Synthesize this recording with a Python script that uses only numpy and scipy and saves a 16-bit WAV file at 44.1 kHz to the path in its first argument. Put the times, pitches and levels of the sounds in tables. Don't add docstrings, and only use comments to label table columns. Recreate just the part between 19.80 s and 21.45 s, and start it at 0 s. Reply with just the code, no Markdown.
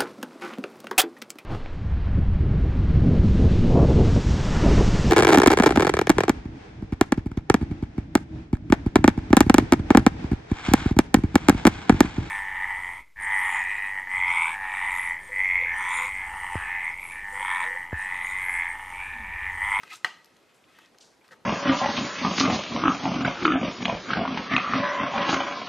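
import sys
import numpy as np
from scipy import signal
from scipy.fft import rfft, irfft
from scipy.io import wavfile
from scipy.ndimage import uniform_filter1d

SR = 44100
rng = np.random.default_rng(int(sys.argv[2]) if len(sys.argv) > 2 else 0)


def magnitude_from_level(level_db):
    exponent = np.asarray(level_db, float) / 20
    return 10 ** exponent


def digitize_waveform(pressure):
    field = np.atleast_2d(pressure).T
    bounded = np.clip(field, -1, 1)
    quanta = np.round(bounded * 32767).astype(np.int16)
    wavfile.write(sys.argv[1], SR, quanta)


N = 72765
FREE_S = 0.0046
SLIPS_PER_S, SLIP_SPREAD_DB = 9000, 3.5


def read(points, hz):
    f, value = np.transpose(points)
    return np.interp(np.log(hz + 1), np.log(f + 1), value)


def near(f, hz, octaves):
    return -6 * (np.log2(f / hz) / octaves) ** 2


def evened(x):
    return x / np.sqrt(np.mean(x ** 2) + 1e-20)


def add(mix, start_s, sound):
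    part = mix[round(start_s * SR):][:len(sound)]
    part += sound[:len(part)]


def coloured(x, db_of):
    hz = np.fft.rfftfreq(len(x), 1 / SR) + 1
    return irfft(rfft(x) * magnitude_from_level(db_of(hz)), len(x))


def slips(per_s, spread_db, size):
    chance, side, strength = rng.random((size, 3)).T
    happens = chance < per_s / SR
    return happens * np.sign(side - 0.5) * magnitude_from_level(-spread_db * np.log(strength + 0.02))


# pitch_hz [Hz], level_db [dB per Hz]
HUSH = [(25, -14), (60, -6), (185, -5), (330, -2), (607, -6), (1790, -13.5), (8000, -27), (16000, -34)]
# pitch_hz [Hz], likeness [0-1]
HUSH_SAME = [(30, 0.47), (150, 0.78), (500, 0.82), (2000, 0.66), (12000, 0.82)]


def hush():
    level_db, patch_db = -61.5, 1.5
    frames, hz = N // 256 + 5, np.fft.rfftfreq(1024, 1 / SR)
    a, b, c, d, patches = rng.standard_normal((frames, 513, 5)).T
    patches = uniform_filter1d(patches, size=14, axis=0)
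    patches = evened(uniform_filter1d(patches, size=10, axis=1))
    same = read(HUSH_SAME, hz)[:, None]
    mid = np.sqrt(1 + same) * (a + 1j * b)
    side = np.sqrt(1 - same) * (c + 1j * d)
    z = np.array([mid + side, mid - side]) * magnitude_from_level(read(HUSH, hz)[:, None] + patch_db * patches)
    return magnitude_from_level(level_db) * evened(signal.istft(z, nperseg=1024, noverlap=768)[1][:, :N])


# pitch_hz [Hz], t60_s [s]
ROOM_T60 = [(200, 0.29), (600, 0.37), (1200, 0.59), (2000, 0.48), (4500, 0.57), (9000, 0.23),
            (15000, 0.061)]
# pitch_hz [Hz], level_db [dB]
ROOM_TONE = [(200, 7.5), (900, 12.5), (2000, -5), (5000, 7.5), (12000, 18.5)]


def room(x):
    same, spacing = 0.95, 20
    taps = np.zeros((2, SR // 2))
    at = np.arange(200, SR // 2 - spacing, spacing)
    at = at + rng.integers(0, spacing, (2, len(at)))
    np.put_along_axis(taps, at, rng.choice([-1., 1.], at.shape), 1)
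    taps = np.sqrt(1 + same) * taps[0] + np.sqrt(1 - same) * taps[1] * np.array([[1], [-1]])
    hz, t, z = signal.stft(taps, SR, nperseg=256)
    decay_db = read(ROOM_TONE, hz)[:, None] - 60 * t / read(ROOM_T60, hz)[:, None]
    tail = signal.istft(z * magnitude_from_level(decay_db), SR, nperseg=256)[1]
    return signal.fftconvolve(x[None], tail / np.linalg.norm(tail[0]), axes=1)[:, :N]


# pitch_hz [Hz], level_db [dB]
BENCH = [(500, -13), (800, 5.5), (1300, 3.5), (2000, -3), (3000, -5), (4300, -18), (6500, -18.5),
         (12000, -42.5), (14000, -52)]
# pitch_hz [Hz], t60_s [s]
BENCH_T60 = [(500, 0.092), (1500, 0.17), (4500, 0.39), (10000, 0.43)]


def bench():
    level_db, side_gain = -37, 0.13
    hz, t, z = signal.stft(rng.standard_normal((2, SR // 2)), SR, nperseg=256)
    decay_db = read(BENCH, hz)[:, None] - 60 * t / read(BENCH_T60, hz)[:, None]
    wash = signal.istft(z * magnitude_from_level(decay_db), SR, nperseg=256)[1]
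    rise = np.minimum(np.arange(wash.shape[1]) / SR / FREE_S, 1)
    wash *= magnitude_from_level(level_db) / np.std(wash[0, :1000]) * rise
    out = np.zeros((N, 2))
    add(out, SNAP[0][0], (wash[0] + side_gain * wash[1] * np.array([[1], [-1]])).T)
    return out.T


# start_s [s], rise_s [s], t60_s [s], level_db [dB], pitch_hz [Hz]
SLIDES = [
    (0.123, 0.044, 0.05, -54, 7700),
    (0.682, 0.014, 0.22, -66.5, 3020),
    (0.738, 0.0069, 0.33, -68.5, 7300),
    (0.933, .05, 1, -77, 6150),
    (1.2, 0.011, 0.42, -54, 5000),
    (1.504, 0.022, 0.067, -77, 5470),
]


def slides():
    grains_per_s, spread_db, width_octaves, air_hz = 5000, 2.5, 0.6, 12000
    out, t = np.zeros(N), np.arange(16384) / SR
    for start_s, rise_s, t60_s, level_db, pitch_hz in SLIDES:
        grains = slips(grains_per_s, spread_db, len(t))
        rub = coloured(grains, lambda f: near(f, pitch_hz, width_octaves) - 3 * (f / air_hz) ** 4)
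        decay_db = level_db - 60 * np.maximum(t - rise_s, 0) / t60_s
        add(out, start_s, evened(rub) * np.minimum(t / rise_s, 1) * magnitude_from_level(decay_db))
    return out


# start_s [s], length_s [s], level_db [dB], pitch_hz [Hz], width_octaves [octaves]
RUBS = [(0.094, 0.034, -46.5, 2050, 0.097), (.104, 0.039, -45.5, 2560, 0.12), (.108, 0.042, -57, 805, 0.19),
        (0.116, 0.029, -48.5, 1290, 0.058), (0.899, 0.19, -69.5, 2490, 0.47),
        (0.93, 0.15, -66.5, 3250, .15), (.935, 0.16, -66.5, 1863, 0.056), (1.203, 0.04, -64, 2640, 0.38),
        (1.405, 0.024, -63, 2220, .17), (1.507, 0.036, -56.5, 529.2, 0.16),
        (1.508, 0.038, -52.5, 1667, 0.19)]


def rubs():
    out, t = np.zeros(N), np.arange(16384) / SR
    for start_s, length_s, level_db, pitch_hz, width_octaves in RUBS:
        grains = slips(SLIPS_PER_S, SLIP_SPREAD_DB, len(t))
        rub = coloured(grains, lambda f: np.maximum(near(f, pitch_hz, width_octaves), -60))
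        swell = np.sqrt(abs(np.sin(np.pi * np.minimum(t / length_s, 1))))
        add(out, start_s, evened(rub) * magnitude_from_level(level_db) * swell)
    return out


# start_s [s], peak_db [dB], pitch_hz [Hz], width_octaves [octaves]
TICKS = [(0.0329, -41.5, 4450, 0.4), (0.1185, -39, 3600, 0.38), (0.132, -51, 2600, .9),
         (0.1572, -36, 6440, 0.277), (0.156, -55, 3820, 0.21), (.1645, -45, 5000, 0.4),
         (0.4447, -45, 4730, 0.43), (0.4463, -52, 11000, 0.25), (0.458, -47.5, 4740, 0.29),
         (0.4585, -53, 12400, 0.77), (0.501, -66, 5370, .2), (0.5655, -67.5, 4900, 0.8),
         (0.568, -53, 6000, 0.7), (.652, -85, 5800, 0.15), (0.8411, -46.5, 3060, 0.23),
         (0.987, -54.5, 13320, 0.23), (1.047, -57, 3150, 0.2), (1.06, -45.5, 4050, 0.64),
         (1.179, -55, 3800, 0.49), (1.185, -40.5, 4170, 0.92), (1.187, -57, 14000, 0.18),
         (1.21, -53, 4800, .5), (1.443, -55, 4200, 0.69), (1.48, -48.5, 3900, 0.44),
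         (1.48, -53.5, 8800, .5), (1.5185, -63, 6000, .9), (1.531, -57.5, 6000, .8),
         (1.642, -63.5, 5200, .2)]


def ticks():
    t60_s, rise_s, air_hz, flutter_s, flutter_gain = 0.0056, 0.00042, 14900, 0.00095, 0.4
    out, t = np.zeros(N), np.arange(2048) / SR
    feedback = np.r_[1, np.zeros(round(flutter_s * SR) - 1), -flutter_gain]
    for start_s, peak_db, pitch_hz, width_octaves in TICKS:
        noise = rng.standard_normal(len(t))
        tick = coloured(noise, lambda f: near(f, pitch_hz, width_octaves) - 3 * (f / air_hz) ** 4)
        tick = tick * magnitude_from_level(-60 * t / t60_s) * (1 - np.exp(-t / rise_s))
        tick = signal.lfilter([1], feedback, tick)
        add(out, start_s, magnitude_from_level(peak_db) * tick / abs(tick).max())
    return out


# start_s [s], level_db [dB], bright_db [dB], contact_hz [Hz]
SCRAPE = [(0, -46, -29, 1850), (0.092, -47, -14.5, 2380), (0.102, -45.5, -8, 2330),
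          (.125, -37, -16.5, 2330), (0.133, -36.5, -6.5, 1580), (0.145, -39.5, -8.5, 1600),
          (0.152, -52, 4, 2440), (0.209, -59.5, -13.5, 2240), (.87, -65.5, -8, 1680),
          (.89, -57.5, -14, 1820), (.95, -56.5, -12, 1600), (1.06, -55, -14, 1880), (1.1, -70, -3, 1720),
          (1.432, -87, -5, 2400), (1.45, -62.5, -2.5, 2370), (1.506, -64.5, -16, 1600),
          (1.527, -51.5, -12.5, 1370), (1.573, -73.5, -4, 1490)]
# pitch_hz [Hz], width_hz [Hz], level_db [dB]
SCRAPE_BODY = [(540, 68, -2), (1080, 180, -9), (1290, 170, -4), (1600, 170, -16), (2050, 220, -10),
               (2537, 86, -6), (3220, 40, -17), (3800, 67, -19), (4600, 120, -20), (6400, 300, -13)]
# pitch_hz [Hz], level_db [dB]
GRIT = [(600, -44), (1500, -11.5), (4000, -12), (8000, -22), (14000, -40.5)]


def scrape():
    low_cut_hz, widen, wander, wander_s = 350, 0.6, 0.015, 0.03
    now = np.arange(N) / SR
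    start_s, *controls = np.transpose(SCRAPE)
    level_db, bright_db, contact_hz = (np.interp(now, start_s, c) for c in controls)
    clicks = slips(SLIPS_PER_S, SLIP_SPREAD_DB, N)
    drive = coloured(clicks, lambda f: -12 * np.log2(1 + (low_cut_hz / f) ** 2))
    smoother = np.poly([np.exp(-1 / (wander_s * SR))] * 2)
    body = 0
    for pitch_hz, width_hz, mode_db in SCRAPE_BODY:
        drift = evened(signal.lfilter([1], smoother, rng.standard_normal(N)))
        turn = np.exp(2j * np.pi * pitch_hz * np.cumsum(1 + wander * drift) / SR)
        pole = np.exp(-np.pi * widen * width_hz / SR)
        rung = turn * signal.lfilter([1], [1, -pole], drive / turn)
        body = body + magnitude_from_level(mode_db + near(pitch_hz, contact_hz, 0.59)) * evened(rung.real)
    grit = evened(coloured(drive, lambda f: read(GRIT, f))) * magnitude_from_level(bright_db)
    return (0.5 * body + grit) * magnitude_from_level(level_db)


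# pitch_hz [Hz], level_db [dB], t60_s [s]
SHELL = [(350, -28, 0.076), (490, -23, 0.071), (736.4, -16.5, 0.077), (895.5, -15, 0.094),
         (1204, -6, 0.032), (1295, -12, 0.11), (1546, -6, 0.045), (1918.6, 5, 0.034), (2600, -22, 0.03),
         (2980, -6, 0.026), (3280, -8.5, 0.025), (4050, -18, 0.027), (4128, -7.5, 0.033),
         (5000, -16, 0.022)]
INWARD = (4, 7, 11)
# pitch_hz [Hz], level_db [dB]
CRACK = [(600, -39), (1500, -12), (4000, -7), (6000, -13.5), (9000, -20.5), (14000, -31.5)]


def shell(favour_db, thud_db, crack_db, scatter):
    crack_t60_s, thud_hz, thud_t60_s, rise_s = 0.045, 157.6, 0.056, 0.00056
    grip_db, grip_s = -7, 0.001
    t = np.arange(8000) / SR
    ring = np.zeros(len(t))
    for k, (pitch_hz, level_db, t60_s) in enumerate(SHELL):
        luck, phase = scatter * rng.standard_normal(2)
        sign = -1 if k in INWARD else 1
        decay_db = level_db + favour_db(pitch_hz, level_db) + 2 * luck - 60 * t / t60_s
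        ring += sign * magnitude_from_level(decay_db) * np.cos(2 * np.pi * pitch_hz * t + phase)
    crack = coloured(rng.standard_normal(len(t)), lambda f: read(CRACK, f))
    ring += magnitude_from_level(crack_db - 60 * t / crack_t60_s) * evened(crack)
    ring += magnitude_from_level(thud_db - 60 * t / thud_t60_s) * np.sin(2 * np.pi * thud_hz * t)
    grip = magnitude_from_level(grip_db * np.clip((t - FREE_S) / grip_s, 0, 1))
    ring *= (1 - np.exp(-t / rise_s)) * grip
    return ring / abs(ring).max()


# start_s [s], peak_db [dB], pitch_hz [Hz], thud_db [dB]
KNOCKS = [(0.033, -31, 1340, -10), (0.077, -42, 1950, -11), (0.564, -51, 2600, -42),
          (.9868, -43, 1270, -33), (1.146, -50.5, 1830, -15), (1.444, -52, 2080, -13),
          (1.488, -48, 1600, -16), (1.509, -46, 1720, -9), (1.516, -43, 520, -8),
          (1.5214, -40.5, 1510, -7.5), (1.5293, -42.5, 1646, -34), (1.537, -44.5, 1100, -2)]


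def knocks():
    out = np.zeros(N)
    for start_s, peak_db, pitch_hz, thud_db in KNOCKS:
        favour_db = lambda hz, mode_db: near(hz, pitch_hz, 0.82) - 0.71 * mode_db
        add(out, start_s, magnitude_from_level(peak_db) * shell(favour_db, thud_db, crack_db=-7.5, scatter=0.44))
    return out


# pitch_hz [Hz], level_db [dB], t60_s [s]
RINGS = [(862, -46.5, 0.19), (1200, -45, 0.14), (1304, -49, 0.15), (1542, -51, 0.41), (1906, -35.5, 0.13),
         (1884, -42.5, 0.29), (1942, -44, 0.52), (2830, -43.5, .25), (3050, -46.5, 0.34), (4420, -59, 0.28),
         (4780, -47, 0.23)]


def rings():
    wobble_s, wobble_depth = 0.0054, 0.87
    out, t = np.zeros(N), np.arange(SR // 2) / SR
    for pitch_hz, level_db, t60_s in RINGS:
        tone = np.sin(2 * np.pi * (pitch_hz * t + rng.random()))
        wobble = evened(uniform_filter1d(rng.standard_normal(len(t)), round(wobble_s * SR)))
        tone *= magnitude_from_level(level_db - 60 * t / t60_s) * (1 + wobble_depth * wobble)
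        add(out, SNAP[0][0], tone * np.minimum(t / FREE_S, 1))
    return out


# start_s [s], peak_db [dB]
SNAP = [
    (0.2456, -8),
    (0.2556, -36),
]


def snap():
    out = np.zeros(N)
    for k, (start_s, peak_db) in enumerate(SNAP):
        favour_db = lambda hz, mode_db: k * near(hz, 2900, 0.83)
        blow = shell(favour_db, thud_db=-26.5, crack_db=-12.5, scatter=min(k, 1))
        add(out, start_s, -magnitude_from_level(peak_db) * blow)
    return out


def scene():
    pan_db, room_db = 0.52, -13
    hands = slides() + rubs() + ticks() + scrape() + knocks() + rings() + snap()
    direct = hands * magnitude_from_level(np.array([[pan_db], [-pan_db]]))
    return direct + magnitude_from_level(room_db) * room(hands) + bench() + hush()


# pitch_hz [Hz], level_db [dB]
DROP = [(10500, -128), (12500, -112), (14000, -107), (15300, -102), (16000, -70)]


def thinned(x):
    scatter_db = 5
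    hz, t, z = signal.stft(x, SR, nperseg=2048, noverlap=1536)
    band_hz = hz[16:1024:32, None]
    power = (abs(z[:, :1024]) ** 2).mean(0).reshape(32, 32, -1).mean(1)
    over_db = 10 * np.log10(power + 1e-20) - read(DROP, band_hz)
    luck = np.repeat(rng.standard_normal((len(t) // 3 + 1, 32)), 3, axis=0)[:len(t)].T
    keep = np.clip(over_db + scatter_db * luck, 0, 1) + (band_hz < DROP[0][0])
    keep = np.repeat(np.minimum(keep, 1), 32, axis=0)
    z = z * np.vstack([keep, keep[-1:]])
    return signal.istft(z, SR, nperseg=2048, noverlap=1536)[1][:, :N]


def roll_off(x):
    return signal.sosfilt(signal.butter(12, 16150, fs=SR, output="sos"), x)


def record(dry):
    low_cut_hz, edge_hz = 148, 16100
    x = signal.sosfilt(signal.butter(1, low_cut_hz, "high", fs=SR, output="sos"), dry)
    band_limit = signal.firwin(511, edge_hz, window=("kaiser", 9), fs=SR)
    x = signal.oaconvolve(x, band_limit[None], "same")
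    return roll_off(thinned(x))


dry = scene()
out = record(dry)
digitize_waveform(out)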